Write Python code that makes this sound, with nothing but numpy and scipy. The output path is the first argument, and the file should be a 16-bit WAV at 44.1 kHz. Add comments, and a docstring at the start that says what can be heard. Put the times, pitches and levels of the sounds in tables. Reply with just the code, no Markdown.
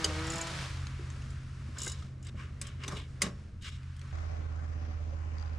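"""A small motor whirs and sinks to silence, a ratchet ticks, and tools knock and rub on steel close by.
Outdoors beside a harvester front, a big diesel idles some way off as low wavering tones over rumble.
The scene changes at once to the cab of a large machine at idle: crank boom, jolted panels, fan noise.
Motors are sums of shaft multiples, rubs and air are shaped noise, and blows are ringing modes with
noisy contact; each place has its own likeness between the two microphone channels."""
import sys
import numpy as np
from scipy import signal
from scipy.fft import rfft, irfft
from scipy.io import wavfile
from scipy.ndimage import uniform_filter1d

SR = 44100
rng = np.random.default_rng(int(sys.argv[2]) if len(sys.argv) > 2 else 0)


def unload_audio(sound):
    """Save the sound as a 16-bit wav file, at the path given as the first command line argument."""
    columns = np.transpose(np.atleast_2d(sound))
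    # keep every value between -1 and 1, then stretch to whole-number steps
    steps = np.round(np.clip(columns, -1, 1) * 32767)
    wavfile.write(sys.argv[1], SR, steps.astype(np.int16))


N = 246078
T = np.arange(N) / SR
F = np.maximum(np.fft.rfftfreq(N, 1 / SR), 1)
CUT_S = 4.124  # yard before, cab after
TOP_HZ = 15800  # upper limit of the microphone channel

# distant diesel tones: (frequency [Hz], level [dB], fading [dB/s])
DIESEL = [(53, -49.5, 1.5), (82.2, -45, 0.36), (130, -44, 1)]
# moments when one hum tone swells or dips: (time [s], length [s], tone [Hz], level change [dB])
HUM_SWELLS = [(0.0091, 0.038, 81.6, -12), (0.13, 0.13, 81.6, 8.5), (3.33, 0.016, 81.6, -16),
              (4, 0.044, 81.6, 0), (3.5, 0.028, 81.6, -10), (0.43, 0.097, 81.6, -14),
              (0.1, 0.067, 129.9, -24), (0.4, 0.11, 129.9, -6), (2, 0.034, 81.6, 5.5),
              (3.573, 0.11, 129.9, -18)]
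# colour of the distant rumble: (frequency [Hz], density [dB per Hz])
RUMBLE = [(8.8, -36), (15, -10.5), (64, -1.5), (91, -0.5), (141, -8), (178, -11), (400, -36.5), (520, -62),
          (880, -120)]
# likeness of the two channels in the yard: (frequency [Hz], correlation [-1 to 1])
YARD_LIKE = [(60, 0.99), (130, 1), (290, 0.85), (640, 0.79), (1410, 0.77), (3100, 0.54), (6820, 0.86),
             (15000, 0.33)]
DIESEL_WANDER_DB, RUMBLE_DB = 1, -47

# yard air, 1-4 kHz: (time [s], level [dB])
AIR = [(.7, -58), (.83, -55.5), (1.14, -55), (1.4, -58.5), (2.0, -59.5), (2.15, -67.5), (2.55, -64),
       (3.1, -64), (3.4, -64), (3.56, -70), (3.85, -65), (4.12, -59.5)]
# yard air, 250-900 Hz: (time [s], level [dB])
AIR_BODY = [(.7, -64.5), (1.14, -58), (1.4, -63.5), (3.4, -62), (3.6, -68), (4.12, -72.5)]
# colour of the yard air: (frequency [Hz], density [dB per Hz])
AIR_COLOUR = [(120, -30), (200, 2.5), (422, -11), (479, -13), (618, -15), (842, -23.5), (1300, -19),
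              (2700, -26.5), (3480, -30.5), (5490, -33.5), (9660, -42), (15500, -80)]
AIR_TREBLE_DB = -9  # 4.5-10 kHz, relative to 1-4 kHz

# small motor close by: (time [s], shaft rate [Hz], brightness [0-1])
MOTOR = [(0.0, 162.2, 0.26), (.12, 153.6, 0.27), (.21, 159, 0), (.34, 164.7, 0.27), (.39, 166.3, 0.91),
         (.53, 164.9, 0.87)]
# its note, brightening: (multiple of shaft rate, level when dull [dB], level when bright [dB])
MOTOR_ORDERS = [(1, -45, -61), (2, -41, -52), (3, -50.5, -57), (4, -56.5, -49.5), (5, -58, -55),
                (6, -61, -49), (7, -57, -63), (8, -52.5, -54), (9, -59, -59), (10, -61, -57),
                (11, -61, -57), (12, -58, -68), (14, -60.5, -57)]
# colour of its air and brush noise: (frequency [Hz], density [dB per Hz])
WHIR_COLOUR = [(110, -41.5), (180, -2.5), (217, -15.5), (321, -11.5), (401, -16.5), (628, -13),
               (771, -14.5), (1230, -9), (5260, -17), (9550, -28), (14400, -54.5), (15500, -64)]
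# likeness of the whir in the two channels: (frequency [Hz], correlation [-1 to 1])
WHIR_LIKE = [(200, 0.91), (3000, 0.66), (9000, 0.75)]
MOTOR_OFF_S, MOTOR_FADE_DB_S = 0.4605, 170
WHIR_DB, WHIR_OFF_S, WHIR_FADE_DB_S = -42.5, 0.63, 65
# throttle shut: the shaft sinks to its idle, heard as one low tone, until it stops
COAST_FROM_S, COAST_SAG_S = .54, .17
IDLE_HZ, IDLE_DB, IDLE_ENDS_S, IDLE_FADE_DB_S = 70.1, -48.5, 2.17, 78.5
COAST_DB = 4.5  # above the idle while the shaft still runs fast

# hands and tools rubbing on steel: (start [s], strongest [s], end [s], pitch of the middle [Hz],
# level of the middle [dB], level 4.5-10 kHz [dB], level 250-900 Hz [dB])
RUBS = [(1.74, 1.78, 2.24, 1450, -54, -62, -60.5), (1.779, 1.798, 2.15, 3300, -59, -57.5, -74),
        (2.225, 2.298, 2.3, 2680, -56.5, -61, -64), (2.35, 2.414, 2.54, 1660, -50, -63, -64),
        (2.61, 2.652, 2.83, 2200, -53.5, -62, -66), (2.791, 2.862, 2.85, 1807, -45.5, -59.5, -56.5),
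        (2.837, 2.922, 3.075, 1300, -48.5, -55.5, -48.5), (2.947, 2.977, 3.1, 3100, -48, -64, -62),
        (3.208, 3.238, 3.34, 1640, -42.5, -49, -45), (3.608, 3.649, 3.82, 3000, -54.5, -57.5, -68.5),
        (3.64, 3.681, 3.71, 2300, -47, -55.5, -74), (3.709, 3.724, 3.91, 2190, -63.5, -70, -85),
        (4.02, 4.038, 4.2, 1300, -64, -74, -63)]
# colour of the rubbing noise: (frequency [Hz], density [dB per Hz])
RUB_COLOUR = [(120, -30), (200, -1), (268, -0.5), (339, -10.5), (399, -5.5), (783, -14.5), (974, -3),
              (1810, -2.5), (2900, -6), (3300, -3.5), (3610, -7), (4500, -16), (8500, -25), (15500, -57)]
# resonances under the rubbing: (frequency [Hz], half-width [Hz], boost [dB])
TROUGH = [(398, 23, 8), (577, 36, 8), (1070, 40, 9), (1220, 60, 7), (1600, 70, 4), (2250, 70, 6),
          (2900, 90, 9), (3680, 90, 6), (4000, 80, 5), (4800, 80, 5), (5400, 80, 7), (7480, 200, 3)]
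RUB_SPREAD = 1.81  # the middle reaches this factor above and below its pitch

# ratchet teeth: (time [s], level [dB])
TICKS = [(0.2674, -36), (0.3003, -30), (0.3187, -31), (0.3353, -32), (0.3561, -33), (0.381, -31),
         (0.412, -27.5), (0.4695, -35.5), (1.7837, -29.5), (1.8017, -35), (1.817, -28.5), (1.832, -28.5),
         (1.8455, -31), (1.8614, -31), (1.8763, -27.5), (1.8962, -32), (1.9174, -33), (2.2265, -48),
         (2.2476, -49)]
# modes of the ratchet pawl: (frequency [Hz], level [dB], t60 [s])
PAWL = [(2920, -6.5, 0.066), (3860, -10, 0.085), (4820, -18.5, 0.049), (4950, -9, 0.066), (5240, -2.5, .05),
        (5600, -3, 0.036), (6260, -3, 0.039), (6830, 3.5, 0.055), (7430, 3, 0.041), (7840, -0.5, 0.038),
        (9040, -8.5, 0.054), (9600, -4, 0.064), (11400, -10, .015)]
# dull bumps of the sheet floor: (time [s], level [dB], pitch [Hz], t60 [s])
BUMPS = [(0.045, -31, 417, 0.16), (0.098, -32, 500, 0.13), (0.347, -32.5, 162, 0.12),
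         (0.993, -37.5, 348, 0.13), (1.688, -39.5, 261, 0.081), (1.785, -49, 520, 0.04),
         (1.866, -39, 420, 0.081), (2.04, -38, 168.9, 0.089), (2.343, -38, 169, 0.17),
         (2.879, -42.5, 320, 0.24), (2.929, -31, 166, 0.082), (3.232, -27.5, 181.6, 0.14),
         (3.265, -30, 184, 0.28)]
# knocks on steel: (time [s], level at 1.2-3.5 kHz [dB], first ring [Hz], longer ring [Hz],
# body relative to that level [dB], treble relative to it [dB], t60 [s],
# steel modes [dB], first ring [dB], longer ring [dB])
KNOCKS = [(0.0431, -31, 4800, 3046, -6, 4, 0.054, 4.5, 1.5, -1.5),
          (0.8687, -36.5, 4470, 6440, -22, -13, 0.013, -20, -17, -14.5),
          (1.101, -50, 7500, 6290, -13, -10, .035, -4, -7, -9),
          (1.219, -52, 2780, 6530, -3, -14, 0.043, -13, -9, -13),
          (1.303, -57, 5000, 7300, -4, -1, 0.05, -8, -10, -7),
          (1.7693, -50, 1520, 3300, 1, -11, 0.047, -4, -1, -8),
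          (1.8669, -41, 1583, 2086, 0.5, -11, 0.056, -6, -3, -8),
          (2.0229, -54.5, 3200, 1257, 1, -16, 0.066, -4, -8, -0.5),
          (2.2681, -51.5, 2930, 8020, -6, -0.5, 0.024, 6, -7, -14),
          (2.6136, -40.5, 8140, 2340, -25, 6, .05, 4, -4, -14),
          (2.6676, -54, 5220, 3130, -8, 5, 0.064, 5, -2, -1),
          (2.835, -40, 5200, 2810, -9, -17, 0.078, 0, -13, -7),
          (2.8786, -40, 3530, 6060, -1, -0.5, 0.055, 2, -5.5, -4.5),
          (2.92, -49.5, 5370, 1163, 10, -3, 0.07, -4, -8, 2),
          (2.967, -51.5, 2300, 3670, 4, 1, .08, -3, -3, -3),
          (3.218, -26.5, 2110, 1095, -24, 4, 0.052, 3, -0.5, -19),
          (3.2645, -45, 1940, 3753, 8, -18, 0.037, 0, -11, -6),
          (3.621, -62.5, 5170, 6900, -5, 8, 0.048, -4, -12, 0),
          (3.831, -53, 4930, 2500, -12, -15, .02, -12, -14, -18),
          (3.9648, -60.5, 3121, 9000, -8, 5, 0.027, -8, -4, -10),
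          (3.993, -62, 3120, 8000, -10, 6, .025, -8, 0, -8),
          (4.0137, -49.5, 2240, 4300, -8, -7, 0.033, -8, -13, -17)]
# bands of a contact, body to treble: (lower edge [Hz], upper edge [Hz])
KNOCK_BANDS = ((250, 1200), (1200, 3500), (3500, 6500), (6500, 11000))
# modes of the struck steel, before a knock colours them: (frequency [Hz], level [dB], longest t60 [s])
STEEL = [(1080, -6, .06), (2110, -4, .05), (2850, -8, .05), (3750, -8, .05), (4900, -3, .04),
         (5200, -5, .04), (6440, -4, .06), (7350, -3, .05), (8000, -3, .05), (8900, -6, .04),
         (9650, -6, .04)]
# long parts that ring on faintly: (frequency [Hz], level [dB], t60 [s])
BAR = [(400, 6, .3), (570, 6, .35), (1110, 10, .3), (1175, 6, .27), (1940, 6, .25), (2470, 4, .15),
       (3750, 6, .13), (5040, -6, .34), (5490, -4, .5), (5530, -7, .3), (6390, 2, .22), (6585, -3, .25),
       (7290, -7, .38), (8070, -1, .2)]
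# colour of close blows at the microphone: (frequency [Hz], gain [dB])
MIC = [(20, 4), (8500, 8.5), (10500, 1.5), (12500, -3), (15800, 3)]
BAR_DB = -19
KNOCK_RISE = .035  # share of the t60

# cab fan noise: (frequency [Hz], density [dB per Hz])
CAB = [(22, -16), (40, -17), (110, 14), (190, -14.5), (450, -15), (600, -11), (820, -11.5), (900, -22),
       (1000, -13.5), (2000, -19.5), (3560, -32), (6450, -33.5), (10000, -50), (15500, -73)]
# its balance: (frequency [Hz], left minus right [dB])
CAB_PAN = [(60, -5.5), (110, -13), (200, 2), (380, 1.5), (700, 2), (1290, 4), (2380, 2), (4400, 7),
           (8120, 9.5), (15000, -17)]
# likeness of the two channels in the cab: (frequency [Hz], correlation [-1 to 1])
CAB_LIKE = [(60, 0.98), (130, -0.64), (290, 0.34), (640, -0.75), (1410, -0.15), (3100, -0.012),
            (6820, 0.12), (15000, -0.5)]
# swell of the fan noise: (time [s], level change [dB])
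CAB_SWELL = [(4.12, 3), (4.3, 3.5), (4.45, 0.5), (5.2, -1), (5.4, 1.5), (5.58, 1)]
# cab panels: (frequency [Hz], width [Hz], level [dB])
CAB_MODES = [(189, 14, -3), (238, 20, 5), (317, 14, 1), (430, 30, -6), (515, 20, -6), (600, 25, -6),
             (750, 25, -9)]
# crank of the idling machine: (time [s], rate [turns/s])
CRANK = [(4.12, 16.03), (4.38, 16.0), (4.47, 15.84), (5.25, 15.83), (5.58, 15.73)]
# boom in the cab: (multiple of crank rate, relative level [dB])
CRANK_ORDERS = [(2, -18), (3, -12), (4, -24), (5, 1), (6, -14), (7, -25.5), (8, -18.5), (9, -29), (10, -26),
                (12, -33), (37, -33)]
# soft bumps and creaks in the cab: (time [s], level [dB], pitch [Hz])
CAB_BUMPS = [(4.229, -42.5, 610), (4.299, -45, 612), (4.359, -57, 606), (4.449, -55, 1120),
             (4.585, -45.5, 1534), (4.795, -50, 575), (4.91, -45, 754), (4.999, -43.5, 602),
             (5.124, -41, 548), (5.347, -52, 560)]
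# small rattle on the left in the cab: (time [s], level [dB])
RATTLE = [(5.383, -42), (5.397, -43), (5.4111, -44), (5.425, -41), (5.461, -45), (5.478, -47),
          (5.4944, -55), (5.532, -50), (5.5498, -52.5)]
CAB_DB, CAB_BASS_DB = -53.5, -55  # fan noise at 300 Hz-3 kHz, and below 140 Hz
CAB_MODES_DB, BOOM_DB = -59, -38
RATTLE_HZ, RATTLE_PAN_DB = 4740, 16


def undb(db):
    """Gain of a level in dB."""
    return 10 ** (np.asarray(db) / 20)


def unit(x):
    """Scale to rms 1."""
    return x / np.sqrt(np.mean(x ** 2))


def over_time(table):
    """Columns of a table drawn as lines over time."""
    s, *columns = np.transpose(table)
    return [np.interp(T, s, column) for column in columns]


def over_hz(table):
    """A table drawn as a line over log frequency."""
    hz, value = np.transpose(table)
    return np.interp(np.log(F), np.log(hz), value)


def fade(after_s, db_per_s):
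    """Gain 1 up to a moment, then sinking steadily."""
    return undb(-db_per_s * np.maximum(T - after_s, 0))


def walk(rate):
    """Random levels held 1 / rate s and smoothed twice; rms 1."""
    k = int(SR / rate)
    steps = np.repeat(rng.standard_normal(N // k + 1), k)
    return unit(uniform_filter1d(uniform_filter1d(steps, k), k)[:N])


def pan(x, db):
    """Place a sound by level difference, left minus right."""
    return x * undb(np.array([[db], [-db]]) / 2)


def add(out, s, y):
    """Mix a sound in at a moment."""
    i = int(s * SR)
    n = min(y.shape[-1], N - i)
    out[..., i:i + n] += y[..., :n]


def tone(hz, waver):
    """A machine tone of rms 1 whose pitch wavers."""
    turn = 2 * np.pi * np.cumsum(hz * (1 + waver * walk(5.96))) / SR
    return np.sqrt(2) * np.sin(turn + rng.uniform(0, 2 * np.pi))


def hiss(colour, like, grain_db=0., pan_db=0 * F):
    """Two-channel noise spectrum of a given colour and likeness; grain makes it crackly."""
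    mid, side = (rfft(rng.standard_normal(N) * undb(grain_db * walk(300))) for _ in range(2))
    likeness = np.clip(over_hz(like), -.99, .995)
    mid, side = mid * np.sqrt(1 + likeness), side * np.sqrt(1 - likeness)
    left = (mid + side) * undb(pan_db / 2)
    right = (mid - side) * undb(-pan_db / 2)
    return np.array([left, right]) * undb(over_hz(colour))


def band(spectrum, lo, hi, ref=None):
    """A band of a spectrum as sound, scaled to rms 1 within the band ref (by default itself)."""
    ref_lo, ref_hi = ref or (lo, hi)
    scale = np.std(irfft(spectrum * ((F > ref_lo) & (F < ref_hi)), N))
    return irfft(spectrum * ((F >= lo) & (F < hi)), N) / scale


def three_bands(colour, grain_db, resonances=()):
    """Middle, treble and body of one noise, split by smooth slopes."""
    s = hiss(colour, YARD_LIKE, grain_db)
    s = s * undb(sum(db / (1 + ((F - hz) / w) ** 2) for hz, w, db in resonances))
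    high = 1 / (1 + (4250 / F) ** 6)
    low = 1 / (1 + (F / 900) ** 8)
    middle = band(s * (1 - high - low), 200, SR, (1000, 4000))
    treble = band(s * high, 950, SR, (4500, 10000))
    body = band(s * low, 200, SR, (250, 900))
    return middle, treble, body


def ring(modes, scatter_db):
    """Decaying modes with levels, pitches and phases scattered afresh; peak 1."""
    t = np.arange(int(.35 * SR)) / SR
    hz, db, t60 = np.transpose(modes)[:, :, None]
    level, detune, phase = rng.standard_normal((3, len(modes), 1))
    waves = np.sin(2 * np.pi * hz * (1 + 0.004 * detune) * t + 3 * phase)
    tones = undb(db + scatter_db * level) * waves * 1000. ** (-t / t60)
    y = tones.sum(axis=0) * np.minimum(t / 0.002, 1)
    return y / np.abs(y).max()


def cluster(hz, t60):
    """Three close modes that beat into one rough ring."""
    return ring([(hz, 0, t60), (.95 * hz, -7, .7 * t60), (1.06 * hz, -6, .7 * t60)], 1.5)


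def crack(bands, levels_db, t60, rise_s):
    """Dense noisy contact: a decaying noise burst in each band, a third of rms 1 before decay."""
    t = np.arange(int(.35 * SR)) / SR
    out = 0
    for edges, db in zip(bands, levels_db):
        sos = signal.butter(2, edges, "band", fs=SR, output="sos")
        mid, side = signal.sosfilt(sos, rng.standard_normal((2, len(t))))
        y = unit(mid + 0.37 * side * np.array([[1], [-1]]))
        out = out + undb(db) / 3 * y * 1000. ** (-t / t60) * np.minimum(t / rise_s, 1)
    return out


def diesel():
    """Distant idle: low wavering tones, briefly swelling or dipping, over rumble below 330 Hz."""
    tones = 0
    for hz, db, fade_db in DIESEL:
        swell_db = sum(g * np.exp(-((T - s) / length) ** 2)
                       for s, length, near_hz, g in HUM_SWELLS if abs(near_hz - hz) < 12)
        level_db = db - fade_db * T + swell_db + DIESEL_WANDER_DB * walk(8.2)
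        tones = tones + undb(level_db) * tone(hz, waver=0.00772)
    rumble = band(hiss(RUMBLE, YARD_LIKE), 0, 330)
    return pan(tones, -0.26) + undb(RUMBLE_DB + 0.31 * walk(3.8)) * rumble


def yard_air():
    """Open air: three bands of lightly grained noise, each following a slow level line."""
    air_db, = over_time(AIR)
    body_db, = over_time(AIR_BODY)
    start, end = AIR[0][0], AIR[-1][0]
    gate = np.clip(np.minimum(T - start + .01, end - T + .01) / .01, 0, 1)
    levels = air_db, air_db + AIR_TREBLE_DB, body_db
    bands = three_bands(AIR_COLOUR, grain_db=0.5)
    air = sum(y * undb(db + 1.0 * walk(8.2)) for y, db in zip(bands, levels))
    return pan(gate * air, 0.7)


def motor_hum(shaft_hz, brightness):
    """Multiples of the shaft rate, each flickering in level, until the motor shuts off."""
    turn = 2 * np.pi * np.cumsum(shaft_hz * (1 + 0.0015 * walk(30.0))) / SR
    hum = 0
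    for k, dull_db, bright_db in MOTOR_ORDERS:
        level_db = dull_db + brightness * (bright_db - dull_db) + 1.6 * walk(17.9)
        hum = hum + undb(level_db) * np.sqrt(2) * np.sin(round(k) * turn + k * k)
    return hum * fade(MOTOR_OFF_S, MOTOR_FADE_DB_S)


def motor_coast(shaft_hz):
    """One low tone as the shaft sinks to its idle, quieter as it slows."""
    sag = np.exp(-(np.maximum(T - COAST_FROM_S, 0) / COAST_SAG_S) ** 1.46)
    slow_hz = IDLE_HZ + (shaft_hz - IDLE_HZ) * sag
    level_db = IDLE_DB + COAST_DB * np.clip((slow_hz - IDLE_HZ) / 25, 0, 1) + 1.5 * walk(4.7)
    gate = np.clip((T - MOTOR_OFF_S) / 0.15, 0, 1) * fade(IDLE_ENDS_S, IDLE_FADE_DB_S)
    return tone(slow_hz, waver=0.013) * undb(level_db) * gate


def motor():
    """Shaft tones of the small motor over its air and brush noise."""
    shaft_hz, brightness = over_time(MOTOR)
    tones = motor_hum(shaft_hz, brightness) + motor_coast(shaft_hz)
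    whir = band(hiss(WHIR_COLOUR, WHIR_LIKE, grain_db=0.9), 0, SR, (900, 6000))
    return pan(tones, 0.98) + whir * undb(WHIR_DB) * fade(WHIR_OFF_S, WHIR_FADE_DB_S)


def rubbing():
    """Grainy noise strokes through steel resonances, swelling and dying away."""
    out = np.zeros((2, N))
    grit, treble, body = three_bands(RUB_COLOUR, grain_db=1.6, resonances=TROUGH)
    for start, top, end, hz, *levels in RUBS:
        span = slice(int(start * SR), int(end * SR))
        t = T[span]
        stroke = np.interp(t, (start, top, end), (0, 1, 0)) ** np.where(t < top, .8, 1.6)
        around_pitch = signal.butter(2, (hz / RUB_SPREAD, hz * RUB_SPREAD), "band", fs=SR)
        middle = unit(signal.lfilter(*around_pitch, grit[:, span]))
        layers = middle, treble[:, span], body[:, span]
        out[:, span] += stroke * sum(y * undb(db) for y, db in zip(layers, levels))
    return pan(out, 0.7)


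def bumps(out):
    """Dull bumps of the sheet floor: three close low modes and a soft contact."""
    for s, db, hz, t60 in BUMPS:
        sheet = ring([(hz, 0, t60), (1.2 * hz, -5, t60), (0.88 * hz, -6, t60)], 4.1)
        bump = undb(-9.5) * sheet + crack([(150, 500)], [-12], t60, 0.003)
        add(out, s, undb(db) * bump)


def ratchet(out):
    """Each tooth sets the pawl's modes ringing with a sharp noisy contact."""
    for s, db in TICKS:
        contact = crack(KNOCK_BANDS[1:], (-24, -17, -11), 0.045, 0.0008)
        add(out, s, pan(undb(db) * (undb(-8.5) * ring(PAWL, 3.1) + contact), 0.67))


def knocks(out):
    """Noisy contact, two rings of the knock's own, and the steel's modes coloured by the blow."""
    tops = [hi for lo, hi in KNOCK_BANDS]
    for s, db, ring_hz, long_hz, body_db, treble_db, t60, steel_db, ring_db, long_db in KNOCKS:
        levels_db = body_db, 0, .5 * treble_db, treble_db
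        top_db = max(levels_db[1:]) + steel_db
        blow = crack(KNOCK_BANDS, levels_db, t60, KNOCK_RISE * t60)
        blow = blow + undb(ring_db) * cluster(ring_hz, .6 * t60)
        blow = blow + undb(long_db) * cluster(long_hz, 1.1 * t60)
        # the blow's colour decides which modes sound
        struck = [(hz, g + levels_db[np.searchsorted(tops, hz)], min(longest, 1.4 * t60))
                  for hz, g, longest in STEEL]
        steel = undb(top_db - 6) * ring(struck, 3.) + undb(top_db + BAR_DB) * ring(BAR, 1.5)
        add(out, s, pan(undb(db) * (blow + steel), 0.96))


def handwork():
    """Blows close to the microphone; the steel trough and the ground return a short diffuse tail."""
    out = np.zeros((2, N))
    bumps(out)
    ratchet(out)
    knocks(out)
    t = np.arange(int(.25 * SR)) / SR
    tail = rng.standard_normal((2, len(t))) * 1000. ** (-t / 0.16) * np.minimum(t / 0.0017, 1)
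    out = out + undb(-41.0) * signal.fftconvolve(out, tail, axes=1)[:, :N]
    return irfft(rfft(out) * undb(over_hz(MIC)), N)


def cab_fan():
    """Fan noise in half-octave bands that flicker separately, over steady bass noise."""
    s = hiss(CAB, CAB_LIKE, grain_db=1.5, pan_db=over_hz(CAB_PAN))
    air = undb(CAB_BASS_DB) * band(s, 0, 140)
    swell_db, = over_time(CAB_SWELL)
    for lo in 140 * 2. ** np.arange(0, 7, .5):
        flicker = undb(1.5 * walk(12) + swell_db)
        air = air + undb(CAB_DB) * flicker * band(s, lo, lo * np.sqrt(2), (300, 3000))
    return air


def cab_panels(turn):
    """Panel resonances jolted once a crank turn, with uneven strength."""
    count = turn.astype(int)
    strength = undb(2.5 * rng.standard_normal(count[-1] + 1)[count])
    jolts = rfft(strength * (np.diff(count, prepend=0) > 0))
    panels = sum(undb(db) / (1 + 1j * (F - hz) / (w / 2)) ** 2 for hz, w, db in CAB_MODES)
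    return undb(CAB_MODES_DB) * unit(irfft(jolts * panels, N))


def cab_boom(turn):
    """Multiples of the crank rate; all but the fifth waver in level."""
    boom = 0
    for k, db in CRANK_ORDERS:
        wave = np.sqrt(2) * np.sin(k * (2 * np.pi * turn + 0.33 * k))
        boom = boom + undb(db + (k != 5) * 1.0 * walk(5.8)) * wave
    return pan(boom * undb(BOOM_DB), -5.0)


def cab_knocks(out):
    """Soft bumps and creaks, and a small rattle: one short mode each with a noisy contact."""
    for s, db, hz in CAB_BUMPS:
        contact = crack([(480, 860), (950, 2900)], [-3, -8], 0.12, 0.012)
        add(out, s, pan(undb(db) * (undb(-7.5) * ring([(hz, 0, .12)], 0.) + contact), 2.5))
    for s, db in RATTLE:
        contact = crack([(3500, 5900), (4400, 5200)], [-3, -6], 0.011, 0.001)
        click = undb(-14) * ring([(RATTLE_HZ, 0, .012)], 0.) + contact
        add(out, s, pan(undb(db) * click, RATTLE_PAN_DB))


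def cab():
    """Inside the cab: fan noise, panels and boom driven by one crank, bumps and a rattle."""
    crank_hz, = over_time(CRANK)
    turn = np.cumsum(crank_hz * (1 + 0.002 * walk(2.98))) / SR
    out = cab_fan() + cab_panels(turn) + cab_boom(turn)
    cab_knocks(out)
    return out


def scene():
    """The yard gives way to the cab within 3 ms; blows may ring across."""
    inside = np.clip((T - CUT_S) / .003, 0, 1)
    yard = diesel() + yard_air() + motor() + rubbing()
    return yard * (1 - inside) + handwork() + cab() * inside


def record(dry):
    """The microphone channel cuts the top steeply."""
    return signal.sosfilt(signal.ellip(8, .2, 70, TOP_HZ, fs=SR, output="sos"), dry)


dry = scene()
out = record(dry)
unload_audio(out)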